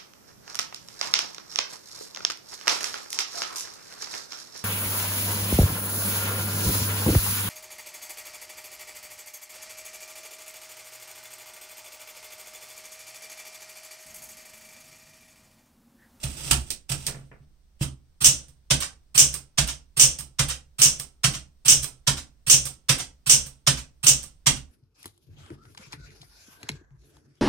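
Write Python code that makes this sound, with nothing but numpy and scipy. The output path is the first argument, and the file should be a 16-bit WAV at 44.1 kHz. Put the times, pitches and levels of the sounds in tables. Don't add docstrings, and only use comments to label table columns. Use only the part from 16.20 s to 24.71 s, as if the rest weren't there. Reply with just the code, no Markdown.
import sys
import numpy as np
from scipy import signal
from scipy.fft import rfft, irfft, next_fast_len
from scipy.io import wavfile
from scipy.ndimage import uniform_filter1d, minimum_filter1d

SR = 44100
rng = np.random.default_rng(int(sys.argv[2]) if len(sys.argv) > 2 else 0)


def transcribe(signal):
    frames = np.atleast_2d(signal).T
    limited = np.clip(frames, -1, 1)
    pcm = np.round(limited * 32767).astype(np.int16)
    wavfile.write(sys.argv[1], SR, pcm)


N = 375291
RING_TIME_S = np.arange(SR // 2) / SR

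# strike in seconds, level in dB, key travel before it in seconds.
LETTER_STROKES = [(2.045, -4.5, .035), (2.9784, -2.5, .030), (3.797, -1.5, .028), (4.6181, -2.5, .030),
                  (5.4824, -1.5, .029), (6.299, -1.5, 0.03), (7.097, -2.5, .032), (7.868, -4.5, .034)]
# start in seconds, level in dB.
TYPEBAR_RETURNS = [(2.276, -52), (3.129, -26), (3.984, -29), (4.786, -27.5), (5.622, -24), (6.447, -25.5),
                   (7.258, -37.5), (8.02, -36)]
# clack in seconds, level in dB, hold in seconds, escapement level on release in dB.
SPACE_STROKES = [(2.505, -14.5, 0.097, -23.5), (3.379, -15.5, 0.091, -27.5), (4.190, -17, 0.092, -24),
                 (5.038, -14.5, 0.085, -37.5), (5.872, -15.5, 0.083, -44), (6.690, -13, .088, -30),
                 (7.47, -13, 0.087, -46), (8.264, -13, 0.079, -62.5)]
# start in seconds, level in dB, table thump in dB.
CARRIAGE_KNOCKS = [(.030, -27.5, -22), (0.3092, -13, -18.5), (.459, -46, -50), (.691, -27.5, -25.5),
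                   (0.714, -24.5, -25.5), (.865, -36, -38.5)]
# start in seconds, level in dB, table thump in dB.
CASING_TAPS = [(.882, -36, -38), (.945, -44, -35), (1.005, -65, -42), (1.115, -47.5, -48),
               (1.203, -73, -44.5)]
# frequency in Hz, relative density in dB per Hz.
LINKAGE_COLOUR = [(150, -21.5), (300, -13.5), (900, -13.5), (1400, -8.5), (2100, -13), (3000, -5),
                  (5000, -10.5), (7000, -8), (8700, 0.5), (12000, -2.5), (15000, -4.5)]
SPACE_BAR_COLOUR = [(150, -21.5), (260, -6.5), (400, -11.5), (520, -2.5), (800, -6.5), (1500, -3),
                    (2100, -5), (3000, 0.5), (4000, -5), (4900, -3.5), (7000, 2.5), (8500, -1),
                    (12000, -3.5), (15000, -11.5)]
CARRIAGE_COLOUR = [(150, -8), (300, -4), (600, -4), (1200, -5), (2000, -9), (2900, -2), (4000, -8),
                   (6000, -5.5), (7200, 0), (8500, -0.5), (12000, -2.5), (15000, -6.5)]

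SHIFT_S = 1.607
THUD_LAG_S = 0.0047


def from_db(db):
    return 10 ** (np.asarray(db) / 20)


def rms_one(x):
    return x / np.sqrt(np.mean(x ** 2) + 1e-20)


def at_hz(points, hz):
    points = np.array(points)
    return np.interp(np.log(hz + 1e-3), np.log(points[:, 0]), points[:, 1])


def panned(x, pan_db):
    return x * from_db([[pan_db / 2], [-pan_db / 2]])


def add(track, s, part):
    at = max(round(s * SR), 0)
    track[at:at + len(part)] += part[:max(N - at, 0)]


def follows(db, law):
    reference_db, gives_db, slope = law
    return gives_db + slope * (db - reference_db)


def stereo_noise(colour, size):
    # frequency in Hz, left-right correlation.
    likeness = [(40, 0.82), (130, 0.98), (260, 0.23), (500, 0.59), (1000, .15), (3000, 0.075),
                (15000, 0.098)]
    hz = np.fft.rfftfreq(size, 1 / SR)
    mid, side = rfft(rng.standard_normal((2, size)))
    alike = np.clip(at_hz(likeness, hz), -1, 1)
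    both = np.sqrt(1 + alike) * mid + np.sqrt(1 - alike) * side * [[1], [-1]]
    return rms_one(irfft(both * from_db(at_hz(colour, hz)), size))


def response(colour, ring_share, direct_db, uneven_db=1.47):
    # frequency in Hz, t60 in seconds before ring_share.
    ring = [(60, 0.53), (150, 0.38), (500, 0.36), (1200, 0.27), (3000, 0.24), (6000, 0.2402), (9000, 0.22),
            (13000, .17)]
    t = RING_TIME_S
    hz = np.fft.rfftfreq(len(t), 1 / SR)
    spectrum = rfft(stereo_noise(colour, size=len(t)))

    grid_hz = np.arange(1500, 16000, 45)
    bunching = np.interp(hz, grid_hz, rng.standard_normal(len(grid_hz)), left=0)
    clusters = from_db(uneven_db * bunching)
    power = np.abs(spectrum[0]) ** 2
    spectrum = spectrum * clusters / np.sqrt(np.average(clusters ** 2, weights=power))

    centres_hz = np.array(ring)[:, 0]
    out = 0
    for own, (_, t60_s) in zip(np.eye(len(ring)), ring):
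        band = irfft(spectrum * at_hz(np.c_[centres_hz, own], hz), len(t))
        out = out + band * np.exp(-np.log(1000) * t / (t60_s * ring_share))
    return out * (1 + from_db(direct_db) * np.exp(-t / 0.0021))


def modes(rows):
    t = RING_TIME_S
    return sum(from_db(db) * np.sin(2 * np.pi * hz * t) * np.exp(-np.log(1000) * t / t60_s)
               for hz, db, t60_s in rows)


def play(clicks, answer):
    clicks = clicks[None].astype(np.float32)
    answer = np.atleast_2d(answer).astype(np.float32)
    return signal.oaconvolve(clicks, answer, axes=1)[:, :N]


def rattle(clicks, colour, ring_share, direct_db, count):
    spot = rng.integers(0, count, N)
    return sum(play(clicks * (spot == k), response(colour, ring_share, direct_db)) for k in range(count))


def clatter(rows, per_s, spread_db):
    track, t = np.zeros(N), RING_TIME_S[:SR // 8]
    for s, db, length_s in rows:
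        touched = rng.random(len(t)) < per_s / SR
        strength = from_db(spread_db * rng.standard_normal(len(t)))
        touches = touched * strength * rng.choice([-1, 1], len(t))
        phase = np.clip(t / max(length_s, .002), 0, 1)
        burst = touches * np.sqrt(np.sin(np.pi * phase).clip(0))
        add(track, s, from_db(db) * burst / (np.linalg.norm(burst) + 1e-6))
    return track


def blows(rows):
    track = np.zeros(N)
    for s, db in rows:
        add(track, s, from_db([db]))
    return track


def rolling():
    # start in seconds, end in seconds, level at the end in dB.
    pushes = [(0, 0.303, -60), (0.681, 0.864, -72)]
    swell_db_per_s, rest_db_per_s, teeth_per_s = 48.5, 140, 900
    t = np.arange(N) / SR
    level = 0
    for start_s, end_s, end_db in pushes:
        rise_db = -swell_db_per_s * np.maximum(end_s - t, 0)
        fall_db = -rest_db_per_s * np.clip(t - end_s, 0, 1)
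        level = level + (t >= start_s) * from_db(end_db + rise_db + fall_db)
    ticks = (rng.random(N) < teeth_per_s / SR) * rng.standard_normal(N)
    return level * rms_one(ticks)


def room_tone():
    # frequency in Hz, relative density in dB per Hz.
    room_colour = [(25, 1.5), (62, 4.5), (100, -15.5), (140, -10), (250, -17), (500, -23.5), (1000, -29.5),
                   (2500, -36), (6000, -36.5), (15000, -33.5)]
    return from_db(-60.5) * stereo_noise(room_colour, size=N)


def booming(thumps):
    # frequency in Hz, level in dB, t60 in seconds.
    table_modes = [(68.5, -12, 0.42), (125, -6, 0.091), (137.9, 2.5, 0.16), (164, -14, 0.072)]
    spread_db = 1.5
    s, db = np.transpose(thumps)
    chance_db = spread_db * rng.standard_normal((len(s), len(table_modes)))
    swell = 1 - np.exp(-RING_TIME_S / 0.0069)
    return sum(play(blows(zip(s, db + own_db)), modes([mode]) * swell)
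               for mode, own_db in zip(table_modes, chance_db.T))


def table():
    # frequency in Hz, relative density in dB per Hz.
    table_colour = [(25, -12.5), (45, -12.5), (68, 0.5), (92, -26), (135, 1), (165, -12.5), (200, -13.5),
                    (270, -11), (360, -22), (700, -57.5)]
    # frequency in Hz, level in dB, t60 in seconds.
    frame_modes = [(61, -24, .24), (245, -32, .16)]
    shift_modes = [(145, -21, .15), (180, -28, .14), (310, -30, .17), (520, -39, .16)]
    # at this dB, thump in dB, slope in dB per dB.
    return_thump = (-27.5, -38.5, 0.45)
    bar_db, bar_lag_s, knock_lag_s, shift_db = -18, .0064, .011, -21
    finger_db, finger_lag_s, bottom_db, bottom_lag_s = -28.5, 0.0037, -25, 0.035
    roll_shake_db = -12

    thumps = [(s + bar_lag_s, bar_db) for s, *_ in SPACE_STROKES]
    thumps += [(s + knock_lag_s, db) for s, _, db in CARRIAGE_KNOCKS]
    thumps += [(SHIFT_S + THUD_LAG_S, shift_db)]
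    thumps += [(s + 0.006, follows(db, return_thump)) for s, db in TYPEBAR_RETURNS]
    thumps += [(s, db) for s, _, db in CASING_TAPS]
    thumps += [(s - travel_s + finger_lag_s, finger_db) for s, _, travel_s in LETTER_STROKES]
    thumps += [(s + bottom_lag_s, bottom_db) for s, _, _ in LETTER_STROKES]

    shaking = clatter([(s + .01, db - 10.5, .04) for s, db in thumps], per_s=850, spread_db=2.5)
    shaking = shaking + from_db(roll_shake_db) * rolling()
    frame = np.zeros(N)
    hardest_s = max(CARRIAGE_KNOCKS, key=lambda knock: knock[1])[0]
    add(frame, hardest_s + THUD_LAG_S, modes(frame_modes))
    add(frame, SHIFT_S + THUD_LAG_S, modes(shift_modes))
    shaken = rattle(shaking, table_colour, ring_share=0.9685, direct_db=-9.5, count=3)
    together = booming(thumps) + frame + shaken
    return signal.sosfilt(signal.butter(2, 38, "high", fs=SR, output="sos"), together)


def casing():
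    # frequency in Hz, relative density in dB per Hz.
    casing_colour = [(150, 0.5), (450, 4), (900, -4.5), (1800, -3.5), (2500, -8.5), (3500, -21),
                     (12000, -44.5)]
    clicks = blows([(s, db) for s, db, _ in CASING_TAPS])
    taps = play(clicks, response(casing_colour, ring_share=0.95, direct_db=-13.5))
    return signal.sosfilt(signal.butter(4, 2700, fs=SR, output="sos"), taps)


def carriage():
    # start in seconds, level in dB.
    latches = [(.504, -24), (.866, -22)]
    # frequency in Hz, relative density in dB per Hz.
    latch_colour = [(300, -4), (1200, -16), (2500, -6), (5000, -4), (7000, 0.5), (8500, 1.5), (12000, -0.5),
                    (15000, 1)]
    knock_s, reference_db, halving_db = .013, -28.5, 13
    knocks = [(s, db, knock_s * 2 ** ((reference_db - db) / halving_db)) for s, db, _ in CARRIAGE_KNOCKS]
    clicks = rolling() + clatter(knocks, per_s=3000, spread_db=0.5)
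    knocking = rattle(clicks, CARRIAGE_COLOUR, ring_share=0.81, direct_db=-1.5, count=2)
    latching = play(blows(latches), response(latch_colour, ring_share=0.79, direct_db=-2.5))
    return panned(knocking + latching, pan_db=-4.0)


def shift():
    lead_s, slack_db, clatter_s, knock_db = 0.015, -22.5, 0.032, -27
    stirring = (SHIFT_S - lead_s, knock_db + slack_db, clatter_s)
    landing = (SHIFT_S, knock_db, clatter_s)
    clicks = clatter([stirring, landing], per_s=3000, spread_db=3)
    return panned(rattle(clicks, CARRIAGE_COLOUR, ring_share=.85, direct_db=-1, count=2), pan_db=-3.5)


def space_bar():
    # at this escapement dB, rattle in dB, slope in dB per dB.
    bar_rest = (-24.5, -26, 0.35)
    slack_s, slack_db, clack_s = .005, -13, .010
    step_s, rest_lag_s, rest_s = .014, 0.0099, .024
    taking_up = [(s - slack_s, db + slack_db, slack_s + 0.0027) for s, db, _, _ in SPACE_STROKES]
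    down = [(s, db, clack_s) for s, db, _, _ in SPACE_STROKES]
    step = [(s + held_s, db, step_s) for s, _, held_s, db in SPACE_STROKES]
    rest = [(s + held_s + rest_lag_s, follows(db, bar_rest), rest_s) for s, _, held_s, db in SPACE_STROKES]
    bar_clicks = clatter(taking_up + down + rest, per_s=3000, spread_db=4)
    clacks = rattle(bar_clicks, SPACE_BAR_COLOUR, ring_share=0.88, direct_db=-4.5, count=2)
    step_clicks = clatter(step, per_s=2300, spread_db=5.0)
    stepped = rattle(step_clicks, LINKAGE_COLOUR, ring_share=0.478, direct_db=-5, count=2)
    return panned(clacks + stepped, pan_db=-2.5)


def basket():
    # frequency in Hz, relative density in dB per Hz.
    basket_colour = [(150, -17.5), (300, -5), (800, -7.5), (1250, -8.5), (1900, -11), (3000, -6),
                     (4300, -9.5), (6000, -2), (8500, 3), (15000, 1)]
    # frequency in Hz, level in dB, t60 in seconds.
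    basket_modes = [(1180, -17, .06), (1325, -37, .4)]
    clatter_s, ring_lag_s = .026, 0.023
    clicks = clatter([(s, db, clatter_s) for s, db in TYPEBAR_RETURNS], per_s=620, spread_db=6)
    falling = rattle(clicks, basket_colour, ring_share=0.91, direct_db=3.0, count=2)
    ringing = play(blows([(s + ring_lag_s, db) for s, db in TYPEBAR_RETURNS]), modes(basket_modes))
    return panned(falling + ringing, pan_db=-4.0)


def linkage():
    key_slack, key_sink, key_trip = (-31.5, .01), (-22.5, .016), (-24.5, 0.0061)
    slack_lead_s, trip_lead_s = .005, .007
    slack = [(s - travel_s - slack_lead_s, *key_slack) for s, _, travel_s in LETTER_STROKES]
    sinking = [(s - travel_s, *key_sink) for s, _, travel_s in LETTER_STROKES]
    tripping = [(s - trip_lead_s, *key_trip) for s, _, _ in LETTER_STROKES]
    clicks = clatter(slack + sinking + tripping, per_s=3300, spread_db=0.5)
    return panned(rattle(clicks, LINKAGE_COLOUR, ring_share=1.5, direct_db=-0.5, count=2), pan_db=-3.5)


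def typebar():
    # frequency in Hz, relative density in dB per Hz.
    platen_colour = [(150, -19.5), (260, -16.5), (400, -24), (520, -14.5), (800, -21.5), (2000, -19),
                     (2900, -7.5), (4400, -15.5), (5700, -1.5), (7000, 3), (8500, -1.5), (11000, -5),
                     (15000, -7)]
    # frequency in Hz, relative level in dB, t60 in seconds.
    typebar_modes = [(5655, 0, .26), (5825, 0, .22), (6044, 1, .23), (6503, -3, .24), (6737, -3, .25),
                     (7750, -2, .25), (7939, -2, .25), (8317, -1, .24), (8462, -1, .25)]
    ringing = response(platen_colour, ring_share=1.0, direct_db=-16.5) + from_db(-22.0) * modes(typebar_modes)
    crack_noise = stereo_noise(SPACE_BAR_COLOUR, size=len(RING_TIME_S))
    crack = from_db(-3.5) * crack_noise * np.exp(-RING_TIME_S / 0.0015)
    struck = play(blows([(s, db) for s, db, _ in LETTER_STROKES]), ringing + crack)
    touches = clatter([(s + .002, db - 7, .025) for s, db, _ in LETTER_STROKES], per_s=840, spread_db=3.0)
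    settling = rattle(touches, platen_colour, ring_share=0.98, direct_db=1.0, count=1)
    return panned(struck + settling, pan_db=0.2)


def scene():
    machine = casing() + carriage() + shift() + space_bar() + basket() + linkage() + typebar()
    return room_tone() + table() + machine


def limiter(x, ceiling_db, release_db_per_s):
    over_db = np.maximum(20 * np.log10(np.abs(x).max(axis=0) + 1e-9) - ceiling_db, 0)
    ramp_db = release_db_per_s * np.arange(N) / SR
    cut_db = np.maximum.accumulate(over_db + ramp_db) - ramp_db
    return x * from_db(uniform_filter1d(minimum_filter1d(-cut_db, size=33), size=33))


def record(dry):
    # frequency in Hz, gain in dB.
    left_port = [(60, -0.2), (500, -2), (4500, 4), (5800, 5), (7000, -2.5), (8000, -11.5), (9000, -8),
                 (10400, -26), (11400, -11), (13000, -5), (15500, -6.5)]
    right_port = [(60, 4.5), (500, -3), (4500, 4), (5800, 5), (7000, -2.5), (8500, 7.5), (9200, 4),
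                  (10400, -11.5), (11300, -9), (13000, -5), (15500, -10)]
    size = next_fast_len(N + 4096)
    hz = np.fft.rfftfreq(size, 1 / SR)
    ports = from_db([at_hz(left_port, hz), at_hz(right_port, hz)])
    heard = irfft(rfft(dry, size) * ports, size)[:, :N]
    limited = limiter(heard, ceiling_db=1.3, release_db_per_s=303.0)
    return signal.sosfilt(signal.ellip(10, .1, 70, 15900, fs=SR, output="sos"), limited)


dry = scene()
out = record(dry)
transcribe(out)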